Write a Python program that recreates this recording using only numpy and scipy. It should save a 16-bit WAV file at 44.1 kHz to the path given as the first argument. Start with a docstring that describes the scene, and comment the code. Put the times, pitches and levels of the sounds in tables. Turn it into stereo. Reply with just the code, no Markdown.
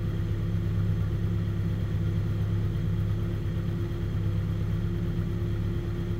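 """Cold engine idling, from the driver's seat

Just after a cold start, an old four-cylinder's firing orders (sinusoids locked to the crank) boom
in the cab, with resonant thumps. Fan and belt-driven pump hum as harmonic series; filtered noise
makes the valve gear's clatter and taps behind the firewall, and the intake hiss, in engine time."""
import sys
import numpy as np
from scipy import signal
from scipy.fft import rfft, irfft, next_fast_len
from scipy.io import wavfile
from scipy.ndimage import map_coordinates

SR = 44100
rng = np.random.default_rng(int(sys.argv[2]) if len(sys.argv) > 2 else 0)


def bounce(signal):
    """Save signal as a 16-bit WAV file at the path given by the first command-line argument."""
    frames = np.transpose(np.atleast_2d(signal))
    limited = np.clip(frames, -1, 1)
    pcm = np.round(limited * 32767).astype(np.int16)
    wavfile.write(sys.argv[1], SR, pcm)


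N = 272979

# cab resonances, relative levels: center_hz, width_hz, level_db
CAB_MODES = [(72, 25, -11), (97, 16, 0), (160, 28, -2), (270, 70, -17)]
IDLE_RPM = 1035  # reference crankshaft speed


def amp(db):
    """Level law: decibels become an amplitude ratio."""
    return 10 ** (np.asarray(db) / 20)


def unit(x):
    """Energy normalization: scale to an rms of 1."""
    return x / np.sqrt(np.mean(x ** 2) + 1e-20)


def along(points, hz):
    """Logarithmic frequency scale: interpolate (Hz, value) points along it."""
    point_hz, values = np.transpose(points)
    return np.interp(np.log(hz + 1), np.log(point_hz + 1), values)


def curve(rows):
    """Linear interpolation: (s, value) rows become one value per sample."""
    return np.interp(np.arange(N) / SR, *np.transpose(rows))


def wobble(rate):
    """Slow random modulation: a smooth curve through random knots, rate knots a second."""
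    knots = rng.standard_normal(int(N * rate / SR) + 4)
    return map_coordinates(knots, [np.arange(N) * rate / SR])


def filtered(x, response):
    """Linear filtering: multiply the spectrum by a response of frequency, with mirrored ends."""
    edge = SR // 4
    wide = np.pad(x, [(0, 0)] * (x.ndim - 1) + [(edge, edge)], "reflect")
    size = next_fast_len(wide.shape[-1])
    spectrum = rfft(wide, size) * response(np.fft.rfftfreq(size, 1 / SR))
    return irfft(spectrum, size)[..., edge:edge + N]


def resonances(modes, f):
    """Modal superposition: damped (Hz, width Hz, dB) resonators summed with alternating sign."""
    total = 0
    for k, (center, width, db) in enumerate(modes):
        damping = 1j * f * width
        total = total + (-1) ** k * amp(db) * damping / (center ** 2 - f ** 2 + damping)
    return total


def air():
    """Interaural coherence: stereo white noise, alike in the bass and nearly unrelated in the treble."""
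    # left-right correlation: frequency_hz, correlation
    likeness = [(60, .99), (150, 0.31), (290, 0.57), (640, 0.22), (1400, 0.042)]

    def mid_and_side(hz):
        turn = np.arccos(np.clip(along(likeness, hz), -1, 1)) / 2
        return np.array([np.cos(turn), np.sin(turn)])

    mid, side = filtered(rng.standard_normal((2, N)), mid_and_side)
    return np.array([mid + side, mid - side])


def strokes(turns, scatter_db):
    """Periodic excitation: an impulse of scattered size as turns passes each whole number."""
    at = np.flatnonzero(np.diff(np.floor(turns)) > 0)
    return np.bincount(at, amp(scatter_db * rng.uniform(-0.91, 1, len(at))), N)


def bursts(impulses, t60, attack):
    """Exponential decay: each impulse swells and dies away (both times in s)."""
    t = np.arange(SR // 4) / SR
    envelope = amp(-60 * t / t60) * (1 - np.exp(-t / attack))
    return signal.fftconvolve(impulses, envelope)[:N]


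def cycle_rate(rpm):
    """Four-stroke kinematics: one cycle for every two turns of the crankshaft, in Hz."""
    return rpm / 60 / 2


def intake(cycle, db, steady):
    """Turbulent flow noise: air hisses past the nearly closed throttle, surging with each intake stroke."""
    # gulps, one per cylinder: cycle_place (0-1), strength
    gulps = [(.99, .15), (0.16, .5), (0.47, 0.81), (0.7, 1.9)]
    # relative spectrum of the hiss: frequency_hz, level_db
    hiss = [(2000, -21), (5000, -7), (8500, -5.5), (11000, -9), (12500, 2.5), (14000, 6), (15800, 3.5)]
    surges = sum(strength * strokes(cycle - place, scatter_db=4.0) for place, strength in gulps)
    flow = steady + bursts(surges, t60=0.12, attack=.003)
    return amp(db) * unit(filtered(air() * flow, lambda hz: amp(along(hiss, hz))))


def tappets(cycle, db, width):
    """Impact excitation: loose parts tap at fixed places in the cycle, each with its own short ring."""
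    # valve gear taps, levels before the gain db: cycle_place (0-1), level_db, ring_hz, t60_s
    taps = [(.10, -47, 1360, 0.045), (.24, -64, 7500, 0.068), (.43, -44, 3130, 0.027),
            (.58, -45.5, 3160, 0.043), (.625, -55.5, 3210, 0.068), (.86, -41.5, 1370, 0.048),
            (.93, -44, 1860, 0.032)]
    out = np.zeros((2, N))
    for place, level, hz, t60 in taps:
        # squaring the resonance narrows its band
        tone = filtered(rng.standard_normal((2, N)), lambda f: resonances([(hz, hz * width, 0)], f) ** 2)
        hits = bursts(strokes(cycle - place, scatter_db=2.0), t60, attack=0.0011)
        out += amp(level + db) * unit(tone) * hits
    return out


def clatter(cycle, wash_db, ring_db, beat):
    """Amplitude-modulated noise: eight valve events a cycle roughen the churn and ring the block."""
    # relative spectrum through the firewall: frequency_hz, level_db
    firewall = [(120, -2.5), (200, 1), (290, 0), (400, -1.5), (520, -7), (700, -13), (1000, -15.5),
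                (1250, -10.5), (1650, -16), (2000, -14.5), (2600, -21), (3300, -19.5), (5400, -32),
                (6600, -32.5), (8300, -42)]
    # block and covers, relative, before the power of 1.5 below: center_hz, width_hz, level_db
    block = [(861.4, 24, -2), (1158, 33, -1), (1244, 14, -0.5), (1405, 17, 0), (1713, 60, -5),
             (1840, 37, -1), (1922, 43, -2.5), (3244, 103, -4.5), (3540, 50, -15), (4180, 150, -11.5),
             (5020, 60, -13), (6180, 170, -14)]
    drive = 3.5 + beat * bursts(strokes(8 * cycle, scatter_db=7.5), t60=0.067, attack=0.0006)

    def churn(hz):
        return amp(along(firewall, hz)) * hz ** 2 / (hz ** 2 + 100 ** 2)

    def ringing(hz):
        # magnitudes add, so neighboring modes do not cancel
        return np.sqrt(sum(np.abs(resonances([mode], hz)) ** 3 for mode in block))

    wash = unit(filtered(air() * drive, churn))
    ring = unit(filtered(air() * drive, ringing))
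    return amp(wash_db) * wash + amp(ring_db) * ring


def footwell(x):
    """Comb filtering: short reflections between metal and plastic color each side's treble differently."""
    db, t60 = -11, .08  # echo gain in dB, decay in s
    t = np.arange(SR // 20) / SR
    tail = rng.standard_normal((2, len(t))) * amp(-60 * t / t60)
    tail /= np.linalg.norm(tail, axis=1, keepdims=True)
    echoes = signal.fftconvolve(x, tail, axes=1)[:, :N]
    return x + amp(db) * filtered(echoes, lambda hz: hz ** 4 / (hz ** 4 + 2200 ** 4))


def engine_bay(cycle):
    """Cyclic modulation: clatter is louder on one side of the cycle; taps and hiss join it in the footwell."""
    lope = amp(0.37 * np.cos(2 * np.pi * (cycle - .75)) + 0.32 * wobble(20))
    metal = lope * clatter(cycle, wash_db=-40.5, ring_db=-50.5, beat=.55)
    metal = metal + tappets(cycle, db=-1.5, width=0.1)
    hiss = amp(0.51 * wobble(8.7)) * intake(cycle, db=-60.0, steady=1.05)
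    return footwell(metal + hiss)


def fan(cycle, sway_db):
    """Blade-passing tones: the seven-bladed fan drones on its belt at multiples of its shaft speed."""
    # partials, rms levels before the sway: shaft_multiple, level_db
    partials = [(2, -68), (4, -55), (5, -53), (7, -40)]
    shaft = 2.66 * cycle  # turns
    out = np.zeros(N)
    for multiple, db in partials:
        level = amp(db + sway_db * wobble(5.5))
        out += level * np.sin(2 * np.pi * (multiple * shaft + rng.random()))
    return np.sqrt(2) * out


def pump(cycle, rpm, first_db, second_db, third_db, flutter_db, rough_db):
    """Sympathetic resonance: belt slip flutters the hum; a loose panel buzzes near its second partial."""
    fade_db_per_rpm = 0.35  # the third partial weakens with speed
    # above this speed, with a soft threshold, the panel sings along with the second partial
    panel_from_rpm, panel_soft_rpm, panel_lift_db = 1041.5, 2.2, 4.9
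    pulses = 19.71 * cycle + .03 * wobble(4) + .02 * wobble(25)
    singing = 1 / (1 + np.exp((panel_from_rpm - rpm) / panel_soft_rpm))
    second = second_db + panel_lift_db * singing
    third = third_db + fade_db_per_rpm * (IDLE_RPM - rpm)
    hum = np.zeros(N)
    for partial, db in enumerate([first_db, second, third], start=1):
        hum += amp(db + flutter_db * wobble(22)) * np.sin(2 * np.pi * partial * pulses)
    buzz = unit(filtered(air(), lambda hz: resonances([(344.5, 31, 0)], hz) ** 2))
    return np.sqrt(2) * hum + amp(rough_db) * buzz


def stumble(cycle, db):
    """Impulse response: cold combustion is uneven, and each firing's excess or lack thumps the cab."""
    firings = strokes(4 * cycle, scatter_db=1)
    uneven = firings * rng.uniform(-1.09, 1, N)
    thumps = filtered(uneven, lambda hz: resonances(CAB_MODES, hz) / (1 + (hz / 330) ** 4))
    return amp(db) * unit(thumps)


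def boom(cycle, rpm, sway_db):
    """Order synthesis: firings shake the cab; unequal cylinders rock the engine, adding orders between."""
    # levels against the twelfth order: cycle_multiple, level_db
    orders = [(4, -7.5), (6, -26), (7, -25), (8, -8), (9, -19), (10, -15), (11, -12), (12, 0), (13, -21),
              (15, -18), (16, -11), (20, -7), (21, -17), (28, -23), (44, -28)]
    firing_lag, rocking_lag = .593, .583  # places in the cycle (0-1) where push and rocking begin
    # the twelfth order's rms level at idle, and the loss per rpm above idle for an order at 115 Hz
    throb_db, fade_db_per_rpm = -30.18, 0.2031
    swell_db = fade_db_per_rpm * (IDLE_RPM - rpm)
    out = np.zeros(N)
    for order, relative_db in orders:
        hz = order * cycle_rate(IDLE_RPM)
        lag = rocking_lag if order % 4 else firing_lag
        near = np.abs(resonances([(115, 36, 0)], hz)) ** 2  # orders near 115 Hz vary most with speed
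        level = throb_db + near * swell_db + relative_db + sway_db * wobble(5)
        cab_phase = np.angle(resonances(CAB_MODES, hz))
        # each firing first draws the cab's air in, delayed by its resonances
        out -= amp(level) * np.cos(2 * np.pi * order * (cycle - lag) + cab_phase)
    return np.sqrt(2) * out


def scene():
    """Superposition: boom and belts reach both sides alike, then a filter dulls the left side."""
    # the idle hunts and slowly climbs as the engine warms: time_s, crankshaft_rpm
    speed = [(0.0, 1024.2), (0.68, 1033.2), (0.79, 1023.4), (1.52, 1034.4), (2.02, 1022.5), (2.52, 1036.0),
             (3.11, 1032.5), (3.24, 1046.8), (3.5, 1027.5), (3.9, 1050.0), (4.3, 1018.4), (4.83, 1042.6),
             (5.38, 1050.0), (5.6, 1042.4), (6.19, 1058.0)]
    # the left side is duller in the middle and cut off above about 11.5 kHz,
    # left minus right: frequency_hz, level_db
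    left_tilt = [(60, -1.4), (160, -2.5), (300, -6.5), (450, -4), (650, -5.5), (900, -14), (1400, -16),
                 (2300, -19), (3800, -21.5), (5500, -9.5), (7500, -1), (10500, 1), (11300, 1.5),
                 (12200, -16.5)]
    rpm = curve(speed)
    cycle = np.cumsum(cycle_rate(rpm)) / SR
    bay = engine_bay(cycle)
    belts = fan(cycle, sway_db=3.0)
    belts = belts + pump(cycle, rpm, first_db=-48, second_db=-44, third_db=-57.8,
                         flutter_db=1.0, rough_db=-50.5)
    low = stumble(cycle, db=-39) + boom(cycle, rpm, sway_db=1.2)
    left, right = low + belts + bay
    return np.array([filtered(left, lambda hz: amp(along(left_tilt, hz))), right])


def record(dry):
    """Band limiting: nothing passes from 15800 Hz up."""
    return filtered(dry, lambda hz: hz < 15800)


dry = scene()
out = record(dry)
bounce(out)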